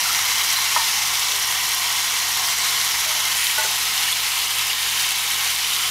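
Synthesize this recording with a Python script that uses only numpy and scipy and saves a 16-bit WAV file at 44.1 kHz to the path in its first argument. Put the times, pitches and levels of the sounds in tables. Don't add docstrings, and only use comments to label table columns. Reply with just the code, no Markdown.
import sys
import numpy as np
from scipy import signal
from scipy.io import wavfile
from scipy.ndimage import uniform_filter1d

SR = 44100
rng = np.random.default_rng(int(sys.argv[2]) if len(sys.argv) > 2 else 0)


def dump(signal):
    limited = np.clip(np.atleast_2d(signal).T, -1, 1)
    pcm = np.round(limited * 32767).astype(np.int16)
    wavfile.write(sys.argv[1], SR, pcm)


N = 260466


def gain_of(db):
    return 10 ** (np.asarray(db) / 20)


def evened(x):
    return x / np.sqrt(np.mean(x ** 2) + 1e-20)


def read(points, hz):
    point_hz, value = np.transpose(points)
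    return np.interp(np.log(hz + 1), np.log(point_hz + 1), value)


def add(mix, start_s, sound):
    part = mix[round(start_s * SR):][:len(sound)]
    part += sound[:len(part)]


def shaped(x, field_db, size):
    overlap = size * 3 // 4
    hz, t, z = signal.stft(x, SR, nperseg=size, noverlap=overlap)
    return signal.istft(z * gain_of(field_db(hz, t)), SR, nperseg=size, noverlap=overlap)[1][:N]


def coloured_noise(spectrum, size):
    return evened(shaped(rng.standard_normal(N), lambda hz, t: read(spectrum, hz)[:, None], size))


def burst(hz, turns):
    cycles = np.arange(-100, 101) * hz / SR
    phase_turns = rng.normal(0, .12)
    return -np.exp(-(cycles / turns) ** 2) * np.cos(2 * np.pi * (cycles + phase_turns))


def grains(lo_hz, hi_hz, turns, per_s, spread_db, count=24):
    size_db = spread_db * np.minimum(rng.exponential(1, N), 3.6)
    size = gain_of(size_db) * (rng.random(N) < per_s / SR)
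    kind, out = rng.integers(0, count, N), np.zeros(N)
    for k, hz in enumerate(np.geomspace(lo_hz, hi_hz, count)):
        grain = burst(hz, turns) * hz
        out += signal.oaconvolve(size * (kind == k), grain, "same")
    return evened(out)


# (time [s], level [dB])
VIGOUR = [(0, 1), (.5, 1), (1.0, 0.25), (1.6, -0.5), (2.2, -.5), (2.65, 0.5), (3.3, -.5), (3.7, -.5),
          (4.05, 0.5), (4.5, -1), (5.1, 0), (5.91, -.5)]
# (peak frequency [Hz],
# share of vigour followed [ratio], change from loose to flat meat [dB], flare gain [dB])
FRYING_PARTS = [(1050, 1.3, -2, -1.5), (2090, 1.7, 1.5, 4.5), (3400, 0.71, 3.2, 0), (5850, 0.93, -1.7, .8),
                (8800, 0.68, 0.1, 4)]
# (time [s], level [dB])
DIPS = [(4.13, -2.5), (4.735, -2), (5.125, -2)]
DIP_RECOVERY_S = 0.062
FLARE_S, FLARE_WIDTH_S = 3.46, 0.082


def vigour_db(hz, t, settled):
    part_hz, follows, flat_db, flare_db = np.transpose(FRYING_PARTS)
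    vigour = np.interp(t, *np.transpose(VIGOUR))
    flare = np.exp(-((t - FLARE_S) / FLARE_WIDTH_S) ** 2)
    level_db = sum(db * (t > s) * np.exp(-abs(t - s) / DIP_RECOVERY_S) for s, db in DIPS)
    controls = [(follows, vigour), (flat_db, settled - settled.mean()), (flare_db, flare)]
    for amount, control in controls:
        level_db = level_db + read(np.transpose([part_hz, amount]), hz)[:, None] * control
    return level_db


# (time [s], flatness [0-1])
SETTLED = [(.3, 0.1), (2.0, 0.15), (3.3, 0.24), (4.1, 1)]
# (frequency [Hz], width [Hz], lift, meat loose [dB], lift, meat flat [dB])
CHANNELS = [(738, 35, 3.5, 4), (1064, 80, 6, 5), (1294, 67, 3, 5), (1880, 56, 9, 3), (2084, 105, 6, 4),
            (2275, 69, 5, 3.5), (2470, 130, -5, -2.5), (3050, 320, 3.5, 3), (3390, 270, 4.5, -5),
            (3410, 64, -5.5, 8.5), (3680, 80, -2, 3), (4080, 106, 6, 2.5), (5670, 410, 2, -1)]


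def frying_db(hz, t):
    settled = np.clip(np.interp(t, *np.transpose(SETTLED)), 0, 1)
    lift = 0
    for channel_hz, width_hz, loose_db, flat_db in CHANNELS:
        resonance = 1 / (1 + (2 * (hz[:, None] - channel_hz) / width_hz) ** 2)
        lift = lift + (loose_db + (flat_db - loose_db) * settled) * resonance
    chance = rng.standard_normal((len(t), len(hz))).T
    patches = evened(uniform_filter1d(uniform_filter1d(chance, 9, 0), 9, 1))
    narrow = evened(uniform_filter1d(chance, 60, 1))
    flutter = evened(uniform_filter1d(rng.standard_normal(len(t)), 3))
    return lift + vigour_db(hz, t, settled) + .6 * patches + 1.1 * narrow + .6 * flutter


# (frequency [Hz], relative level [dB per Hz])
SIZZLE_SPECTRUM = [(450, -24), (600, -28), (690, -13), (950, -5), (1200, -8.5), (1700, -7), (2500, -3),
                   (3400, -3.5), (4600, -4.5), (5800, -3.5), (8100, -10.5), (12000, -9.5), (13200, -12),
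                   (15500, -17)]
SIZZLE_RMS_DB = -21


def sizzle():
    hiss = rng.standard_normal(N)
    bubbles = grains(668, 6960, turns=2.7, per_s=1500, spread_db=2.5)
    crackle = grains(6800, 11300, turns=0.98, per_s=700, spread_db=4.6)
    raw = hiss + gain_of(-14) * bubbles + gain_of(-10) * crackle
    coloured = shaped(raw, lambda hz, t: read(SIZZLE_SPECTRUM, hz)[:, None], size=4096)
    return gain_of(SIZZLE_RMS_DB) * evened(shaped(coloured, frying_db, size=1024))


# (frequency [Hz], relative level [dB per Hz])
RUSH_SPECTRUM = [(18, -30), (30, -23), (48, -18), (65, -1), (100, -20), (150, -8), (200, -3.5), (290, -13),
                 (380, -3), (480, 2.5), (560, -7.5), (640, -3.5), (800, -27.5)]
RUSH_RMS_DB = -52


def air_rush():
    return gain_of(RUSH_RMS_DB) * coloured_noise(RUSH_SPECTRUM, size=8192)


# (frequency [Hz], mean rms level [dB])
MOTOR_TONES = [(52.3, -68), (59, -71), (76.2, -54), (117.6, -67), (119.9, -55), (177, -65), (234.5, -67),
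               (360, -64)]


def motor_hum():
    t, hum = np.arange(N) / SR, np.zeros(N)
    for hz, rms_db in MOTOR_TONES:
        waver = evened(uniform_filter1d(uniform_filter1d(rng.standard_normal(N), 9000), 9000))
        tone = np.sqrt(2) * np.sin(2 * np.pi * (hz * t + rng.random()))
        hum += gain_of(rms_db + .5 * waver) * tone
    return hum


# (centre time [s], peak level [dB], pitch [Hz])
SPURTS = [(.06, -21, 1340), (0.097, -21, 1280), (0.108, -20, 1260), (.177, -21, 1900), (.192, -21, 1280),
          (.289, -18, 2130), (.412, -25, 2380), (0.418, -18.5, 3920), (0.571, -17, 4100),
          (1.427, -19, 5960), (2.084, -24, 3800), (2.769, -22, 4310), (2.802, -18, 6200),
          (3.204, -19, 3770), (3.318, -20, 4400), (4.085, -21, 1870), (4.129, -16, 3490),
          (4.254, -24, 4570), (4.702, -17, 2820), (5.647, -17, 3030), (5.648, -21, 2410),
          (5.734, -20, 3800)]
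SPURT_WIDTH_S, SPURT_WOBBLE_HZ = 0.0032, 60


def spurts():
    t, out = np.arange(-400, 401) / SR, np.zeros(N)
    envelope = np.exp(-(t / SPURT_WIDTH_S) ** 2)
    for s, peak_db, hz in SPURTS:
        drift = evened(uniform_filter1d(rng.standard_normal(len(t)), 60))
        wobble_turns = np.cumsum(drift) * SPURT_WOBBLE_HZ / SR
        whistle = np.sin(2 * np.pi * (hz * t + wobble_turns + rng.random()))
        add(out, s + t[0], gain_of(peak_db) * envelope * whistle)
    return out


# (time [s], crack level [dB], crack pitch [Hz], push level [dB])
LOUD_POPS = [(0.1487, -18, 9600, -8), (0.1916, -8, 9600, -11), (0.3177, -10, 13000, -15),
             (0.4146, -14, 9600, -13), (0.5042, -13, 9600, -14), (0.5627, -11, 13000, -14),
             (0.8863, -7, 9600, -17), (1.066, -9, 11200, -19), (1.2853, -18, 9600, -12),
             (1.3207, -17, 8000, -9), (1.399, -4, 9600, -23), (1.7499, -4, 13000, -23),
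             (1.9276, -10, 11200, -16), (2.0992, -9, 11200, -16), (2.7083, -6, 11200, -25),
             (2.8077, -12, 9600, -14), (2.8142, -17, 9600, -9), (2.849, -11, 9600, -15),
             (2.8539, -9, 13000, -24), (3.2546, -9, 9600, -18), (3.4586, -16, 9600, -12),
             (3.4695, -17, 9600, -8), (3.5521, -9, 11200, -27), (3.585, -5, 9600, -16),
             (4.1277, -8, 9600, -13), (4.2897, -9, 13000, -27), (4.3782, -9, 11200, -25),
             (4.39, -10, 11200, -13), (4.393, -9, 13000, -22), (4.7322, -13, 11200, -8),
             (5.0228, -8, 9600, -21), (5.1085, -9, 9600, -12), (5.122, -10, 11200, -23),
             (5.2382, -8, 11200, -23), (5.304, -7, 11200, -21), (5.411, -14, 9600, -13),
             (5.5631, -20, 9600, -10), (5.7046, -13, 9600, -12), (5.7648, -8, 11200, -9)]
SMALL_POPS, SMALL_CRACK_DB, SMALL_PUSH_DB = 160, -17, -18
PUSH_HZ = 3700


def pops():
    out = np.zeros(N)
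    small = []
    for when, crack, pitch, push in rng.random((SMALL_POPS, 4)):
        crack_db = SMALL_CRACK_DB + 12 * (crack - .5)
        push_db = SMALL_PUSH_DB + 10 * (push - .5)
        small.append((when * N / SR, crack_db, 9600 + 3400 * pitch, push_db))
    for s, crack_db, hz, push_db in LOUD_POPS + small:
        crack = gain_of(crack_db) * burst(hz, .95)
        push = gain_of(push_db) * burst(PUSH_HZ, 1.1)
        add(out, abs(s - 100 / SR), crack + push)
    return out


def struck(modes, blows):
    t, out = np.arange(SR // 2) / SR, np.zeros(N)
    onset = np.minimum(t / 0.0054, 1)
    for s, strength_db, spot_hz, reach_octaves, free in blows:
        ring = np.zeros(len(t))
        for hz, mode_db, t60_s in modes:
            decay_db = 60 * t / (t60_s * free)
            off_spot_db = 6.9 * (np.log2(hz / spot_hz) / reach_octaves) ** 2
            ring += gain_of(mode_db - decay_db - off_spot_db) * np.sin(2 * np.pi * hz * t)
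        add(out, s, gain_of(strength_db) * ring * onset)
    return out


# (frequency [Hz], relative level [dB], free t60 [s])
TONG_MODES = [(640, -13, 0.084), (900, -9.5, 0.26), (972, 5, 0.057), (1270, 2, 0.05), (1380, -3, .04),
              (1840, -9.5, 0.2), (2130, -14, .06)]
# (time [s], strength [dB], favoured pitch [Hz], reach [octaves], share of free ring time [ratio])
TONG_BLOWS = [(.7605, -9, 1100, 2.0, .8), (.788, -17, 890, .2, 1), (.792, -14, 2050, .4, .6)]


def tongs():
    return struck(TONG_MODES, TONG_BLOWS)


# (frequency [Hz], relative level [dB], free t60 [s])
PAN_MODES = [(406, -8, 0.22), (537, 2.5, 0.052), (624, -3.5, 0.34), (877, 0.5, 0.43), (1000, -13, .15),
             (1100, -8, 0.14), (1475, 6, 0.16), (1970, -1, 0.3)]
# (time [s], strength [dB], favoured pitch [Hz], reach [octaves], share of free ring time [ratio])
PAN_BLOWS = [(1.29, -35, 450, .6, 0.91), (1.33, -32, 420, 0.49, 0.8), (3.055, -30.5, 630, 0.31, 0.63),
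             (3.085, -32.5, 624, 0.18, 1), (3.15, -30, 740, 0.37, 1), (3.578, -22, 1310, 1.5, 0.82),
             (3.589, -34, 950, 0.39, 0.79), (3.61, -35, 1700, 1.1, .7), (3.643, -25.5, 410, 0.63, 0.8),
             (3.646, -27, 1300, 0.99, 0.38)]


def pan():
    return struck(PAN_MODES, PAN_BLOWS)


# (frequency [Hz], level relative to mid [dB])
SIDE_LEVEL = [(60, -23), (180, -26.5), (550, -18.5), (1650, -22.5), (4970, -67), (15000, -51)]
SMEAR_T60_S = 0.12


def side_copy(mid):
    t = np.arange(3000) / SR
    smear = rng.standard_normal(len(t)) * gain_of(-60 * t / SMEAR_T60_S)
    smeared = signal.oaconvolve(mid, smear / np.linalg.norm(smear))[:N]
    return shaped(smeared, lambda hz, t: read(SIDE_LEVEL, hz)[:, None], size=1024)


def scene():
    mid = sizzle() + air_rush() + motor_hum() + spurts() + pops() + tongs() + pan()
    side = side_copy(mid)
    return np.array([mid + side, mid - side])


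BASS_CUT_HZ, TREBLE_EDGE_HZ = 42, 15670


def record(dry):
    bass_cut = signal.butter(2, BASS_CUT_HZ, "high", fs=SR, output="sos")
    thinned = signal.sosfilt(bass_cut, dry)
    band_limit = signal.firwin(1023, TREBLE_EDGE_HZ, window=("kaiser", 9), fs=SR)
    return signal.oaconvolve(thinned, band_limit[None], "same")


dry = scene()
out = record(dry)
dump(out)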